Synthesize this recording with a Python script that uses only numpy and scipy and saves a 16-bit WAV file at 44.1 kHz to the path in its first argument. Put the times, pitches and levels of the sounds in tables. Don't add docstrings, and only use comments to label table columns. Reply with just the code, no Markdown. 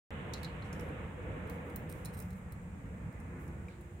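import sys
import numpy as np
from scipy import signal
from scipy.fft import rfft, irfft
from scipy.io import wavfile

SR = 44100
rng = np.random.default_rng(int(sys.argv[2]) if len(sys.argv) > 2 else 0)


def wav_record(signal):
    frames = np.transpose(np.atleast_2d(signal))
    bounded = np.clip(frames, -1, 1)
    quanta = np.round(bounded * 32767).astype(np.int16)
    wavfile.write(sys.argv[1], SR, quanta)


N = 176400

ATTACK_S, CRACK_T60_S = 0.0009, 0.06


def undb(db):
    return 10 ** (np.asarray(db) / 20)


def unit(x):
    return x / np.sqrt(np.mean(x ** 2) + 1e-30)


def on_hz(table, hz):
    table_hz, values = np.array(table, float).T
    return np.interp(np.log(hz + 1e-3), np.log(table_hz), values)


def shape(x, gain):
    n = x.shape[-1]
    return irfft(rfft(x) * gain(np.arange(n // 2 + 1) * SR / n), n)


def band(x, lo_hz, hi_hz, order=4):
    sos = signal.butter(order, [lo_hz, min(hi_hz, 0.48 * SR)], "band", fs=SR, output="sos")
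    return signal.sosfilt(sos, x)


def stereo(mid, side, pan_db):
    return np.array([(mid + side) * undb(pan_db / 2), (mid - side) * undb(-pan_db / 2)])


def fade(t, t60_s):
    return np.exp(-np.log(1000) * t / t60_s)


def swell(t, rise_s, decay_from_s, t60_s):
    return np.minimum(t / rise_s, 1) * fade(np.maximum(t - decay_from_s, 0), t60_s)


def add(out, start_s, x):
    i = int(start_s * SR)
    out[:, i:i + x.shape[1]] += x[:, :N - i]


def air():
    # freq_hz, density_db
    spectrum = [(3000, -3.5), (4000, -3), (4500, -7), (6000, -5.5), (6800, 3), (8700, 3), (10200, -8),
                (15500, -7.5)]
    level_db = -72.5
    hiss = shape(rng.standard_normal((2, N)), lambda f: undb(on_hz(spectrum, f)))
    return undb(level_db) * unit(band(hiss, 2800, 18000))


def road(t):
    # freq_hz, density_db
    spectrum = [(20, -27), (31, -14.5), (42, -10), (50, -9.5), (58, 0), (68, -2), (80, 1), (100, -2),
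                (128, -5.5), (165, -2.5), (200, -5.5), (215, -8.5), (245, -11), (265, -13), (290, -12),
                (390, -17.5), (470, -14), (530, -14), (565, -18.5), (640, -21.5), (750, -22), (1100, -23.5),
                (1250, -25.5), (1700, -25.5), (2450, -29), (2800, -32), (3300, -40), (3800, -47),
                (4400, -62.5), (6000, -73)]
    # freq_hz, side_over_mid_db
    width = [(60, -19), (110, -18), (200, -15), (380, -8), (700, -4.5), (1290, 1.5), (2380, 0.5), (4400, 1),
             (8120, 4), (15000, 0)]
    # freq_hz, left_over_right_db
    balance = [(60, -1.1), (150, -0.1), (300, -3), (900, -.5), (2200, -1.5), (4000, -16)]
    # time_s, level_db
    rumble = [(0.13, -44), (1.06, -43), (1.12, -48), (1.23, -40), (1.73, -47), (1.75, -43.5), (2.96, -45),
              (3.09, -39.5), (3.12, -57), (3.16, -43.5), (3.37, -46), (3.66, -44.5), (3.71, -49.5),
              (3.98, -49.5)]
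    low_roar = [(0.13, -50.5), (0.25, -48), (0.65, -52.5), (0.87, -45), (1.12, -52.5), (1.32, -46),
                (2.25, -54.5), (2.26, -58), (2.58, -58.5), (3.05, -54.5), (3.06, -56.5), (3.49, -54.5),
                (3.93, -61.5), (3.98, -60)]
    upper_roar = [(.13, -53), (.6, -54.5), (1.04, -53.5), (1.14, -58), (1.28, -54), (1.6, -54.5),
                  (1.9, -57.5), (2.2, -58.5), (2.32, -61.5), (2.7, -63), (3.4, -59), (3.62, -62),
                  (3.75, -64), (3.98, -66.5)]
    hiss = [(.13, -62.5), (.3, -63.5), (.63, -66.5), (1.02, -67.5), (1.14, -71.5), (1.3, -68.5),
            (2.2, -73.5), (2.3, -78.5), (2.7, -80), (3.35, -78), (3.66, -80), (3.98, -79.5)]
    trims_db = [-0.2, -1.02, 0.04, -1]
    bands_hz = [(12, 230), (230, 700), (700, 2600), (2600, 4600)]
    ripple_db, ripple_step_hz, ripple_full_hz = 2.23, 14, 500
    grid_hz = np.arange(0, SR / 2, ripple_step_hz)
    depth_db = ripple_db * np.minimum(grid_hz / ripple_full_hz, 1)
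    comb_db = rng.standard_normal((2, 8192))[:, :len(grid_hz)] * depth_db
    noise = shape(rng.standard_normal((2, N)), lambda f: undb(on_hz(spectrum, f)))
    mid, side = shape(noise, lambda f: undb([np.interp(f, grid_hz, row) for row in comb_db]))
    side = shape(side, lambda f: undb(on_hz(width, f) - 0.5))
    traffic = shape(stereo(mid, side, 0), lambda f: undb(np.outer([1, -1], on_hz(balance, f)) / 2))
    out = 0
    for (lo, hi), envelope, trim_db in zip(bands_hz, (rumble, low_roar, upper_roar, hiss), trims_db):
        part = shape(traffic, lambda f: 1 / (1 + (f / hi) ** 30) - 1 / (1 + (f / lo) ** 30))
        level_db = trim_db + np.interp(t, *np.array(envelope).T)
        out = out + part / part.mean(0).std() * undb(level_db)
    return out


def engine_drones(t):
    # start_s, end_s, pitch_hz, width_hz, level_db
    notes = [(1.85, 3.506, 178.4, 18, -50.5), (3.2, 4.1, 348, 39, -59), (0.57, 2.14, 500, 51, -59.5),
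             (2.7, 3.7, 264, 52, -58.5), (3.22, 3.85, 1480, 23, -72.5)]
    fade_s = 0.16
    out = 0
    for start_s, end_s, pitch_hz, width_hz, level_db in notes:
        note = shape(rng.standard_normal(N), lambda f: 1 / (1 + (2 * (f - pitch_hz) / width_hz) ** 4))
        envelope = np.clip(np.minimum(t - start_s, end_s - t) / fade_s, 0, 1)
        out = out + unit(note) * undb(level_db) * envelope
    return out


def porch(x):
    t60_s, delay_s, echo_db, damping_hz = 0.29, 0.009, -10, 10000
    t = np.arange(SR) / SR
    tail = unit(rng.standard_normal((2, SR)) * fade(t, t60_s) * (t > delay_s)) / np.sqrt(SR)
    echo = signal.fftconvolve(x, tail, axes=1)[:, :N]
    return x + undb(echo_db) * band(echo, 200, damping_hz, order=1)


def feather_rustles():
    # start_s, length_s, low_hz, high_hz, level_db
    rustles = [(0.348, 0.075, 4500, 11000, -73), (.635, 0.054, 4500, 9700, -73),
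               (0.728, 0.069, 4800, 13000, -73), (0.796, 0.1, 5000, 15000, -74),
               (1.5, 0.081, 5970, 16000, -71.5), (1.64, 0.12, 8000, 16000, -78),
               (1.924, 0.12, 6000, 16000, -71.5), (2.22, 0.094, 6000, 16000, -75),
               (2.35, .05, 7000, 16000, -75), (3.383, .1, 7000, 16000, -73.5),
               (3.683, 0.075, 2800, 4400, -74)]
    out, t = np.zeros((2, N)), np.arange(SR // 2) / SR
    for start_s, length_s, low_hz, high_hz, level_db in rustles:
        envelope = swell(t, rise_s=length_s / 5, decay_from_s=length_s / 2, t60_s=4 * length_s)
        mid, side = unit(band(rng.standard_normal((2, len(t))), low_hz, high_hz, order=2))
        add(out, start_s, stereo(mid, side, pan_db=-1) * envelope * undb(level_db))
    return out


def cage_knock():
    # pitch_hz, relative_db, t60_s
    modes = [(2350, -0.5, 0.028), (2410, -12, .028), (3860, -19, .03), (7450, -19, .02)]
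    start_s, level_db, crack_relative_db = 3.6838, -45.5, -19
    out, t = np.zeros((2, N)), np.arange(SR // 5) / SR
    ring = sum(undb(db) * np.sin(2 * np.pi * hz * t) * fade(t, t60_s) for hz, db, t60_s in modes)
    noise = unit(band(rng.standard_normal((2, len(t))), 2000, 10000, order=1))
    crack = undb(crack_relative_db) * noise * fade(t, CRACK_T60_S)
    add(out, start_s, (ring + crack) * np.minimum(t / ATTACK_S, 1) * undb(level_db))
    return out


def claw_scrapes():
    # start_s, length_s, level_db
    scrapes = [(1.470, 0.015, -68), (1.695, .014, -65.5), (1.89, 0.025, -58.5), (1.913, 0.019, -58),
               (2.127, 0.039, -61.5), (2.165, 0.035, -58.5), (2.189, .008, -59), (2.21, 0.024, -67),
               (3.124, 0.011, -71)]
    # freq_hz, density_db
    spectrum = [(2350, -38), (4000, -1), (4380, -15), (5310, -10.5), (7380, -18), (8700, 2), (10200, -12.5),
                (11700, -5.5), (13900, -9), (15500, -9)]
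    grains_per_s, spread_db = 7000, 2.5
    out, t = np.zeros((2, N)), np.arange(SR // 4) / SR
    for start_s, length_s, level_db in scrapes:
        slips = rng.random((2, len(t))) < grains_per_s / SR
        grains = slips * rng.standard_normal(slips.shape)
        grains *= undb(spread_db * rng.exponential(size=slips.shape))
        friction = shape(grains, lambda f: undb(on_hz(spectrum, f)))
        mid, side = unit(band(friction, 4200, 16000))
        envelope = swell(t, rise_s=length_s / 4, decay_from_s=length_s / 2, t60_s=3 * length_s)
        add(out, start_s, stereo(mid, 0.5 * side, pan_db=-6.5) * envelope * undb(level_db))
    return out


def claw_ticks():
    # start_s, band1_db, band2_db, band3_db, band4_db, pan_db, ring_db
    strikes = [(0.3351, -47, -51, -55.5, -63, -1, -3), (.431, -55.5, -64, -57.5, -66, -3, -6),
               (0.4454, -50, -60, -65, -69, -4, 0), (0.6222, -63.5, -79, -82, -92, -2, 12),
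               (0.728, -70, -59.5, -61.5, -72, -1, -2), (0.795, -73, -64, -66, -75, -4, -9),
               (.8077, -85, -72, -65, -69, -6, -3), (.8868, -78, -85, -72, -88, -2, 3),
               (1.4968, -67.5, -66.5, -62, -59, -6, -7), (1.7592, -66, -61, -54.5, -46.5, -3, 5),
               (2.0482, -65, -63, -52, -62, -8, 7), (2.0554, -57.5, -57, -54, -54, -2.5, 6),
               (2.2006, -77, -62.5, -55, -55, -7, 0), (2.222, -83, -68, -66, -61, -4, -6),
               (2.3047, -75, -72, -68.5, -71, -4, -3), (2.3290, -78, -77, -74, -72, -1, 2),
               (2.521, -72, -72, -62.5, -62, -3, 1), (3.2000, -91, -76, -70, -84, -3, 3),
               (3.4780, -86, -74.5, -72, -86, -2, -3), (3.81, -82, -82, -72, -75, -6, 2)]
    # pitch_hz, relative_db, t60_s
    modes = [(4010, -4, 0.061), (4190, -4.5, 0.054), (4280, -10, 0.054), (5125, -7, 0.054), (5500, 0, .055),
             (6360, 0, 0.061), (6770, 2, 0.038), (7130, -10, .035), (8460, -17, 0.04), (8770, -3, 0.028),
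             (9470, 0, 0.034), (10960, -4, .04), (13000, -10, 0.017), (15300, -5, 0.016)]
    widths = [0.54, 1, 0.93, 0.99]
    bands_hz = [(3700, 4700), (4700, 8000), (8000, 12300), (12300, 17000)]
    scatter_db, detune_ratio = 1, 0.001
    crack_db, trim_db = 3.5, -10
    snap_over_crack_db, snap_t60_s = 5.5, 0.0095
    out, t = np.zeros((2, N)), np.arange(SR // 5) / SR
    mode_hz, mode_db, t60_s = np.array(modes).T[:, :, None]
    crack_envelope = fade(t, CRACK_T60_S) + undb(snap_over_crack_db) * fade(t, snap_t60_s)
    for start_s, *bands_db, pan_db, ring_db in strikes:
        gain = undb(mode_db + ring_db + scatter_db * rng.standard_normal(mode_db.shape))
        pitch_hz = mode_hz * (1 + detune_ratio * rng.standard_normal(mode_hz.shape))
        phase = 2 * np.pi * rng.random((2, len(modes), 1))
        ring = (gain * np.sin(2 * np.pi * pitch_hz * t + phase) * fade(t, t60_s)).sum(1)
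        crack = rng.standard_normal((2, len(t))) * crack_envelope
        hit = (ring + undb(crack_db) * crack) * np.minimum(t / ATTACK_S, 1)
        for edges_hz, band_db, width in zip(bands_hz, bands_db, widths):
            mid, side = band(hit, *edges_hz, order=3)
            part = stereo(unit(mid), width * unit(side), pan_db)
            add(out, start_s, unit(part) * undb(band_db + trim_db))
    return out


def scene():
    t = np.arange(N) / SR
    bird = claw_ticks() + claw_scrapes() + feather_rustles() + cage_knock()
    return porch(bird) + road(t) + engine_drones(t) + air()


def record(dry):
    silence_s, cutoff_hz = 0.106, 15900
    gate = np.arange(N) / SR > silence_s
    low_pass = signal.ellip(10, 0.2, 70, cutoff_hz, fs=SR, output="sos")
    return signal.sosfilt(low_pass, dry * gate)


dry = scene()
out = record(dry)
wav_record(out)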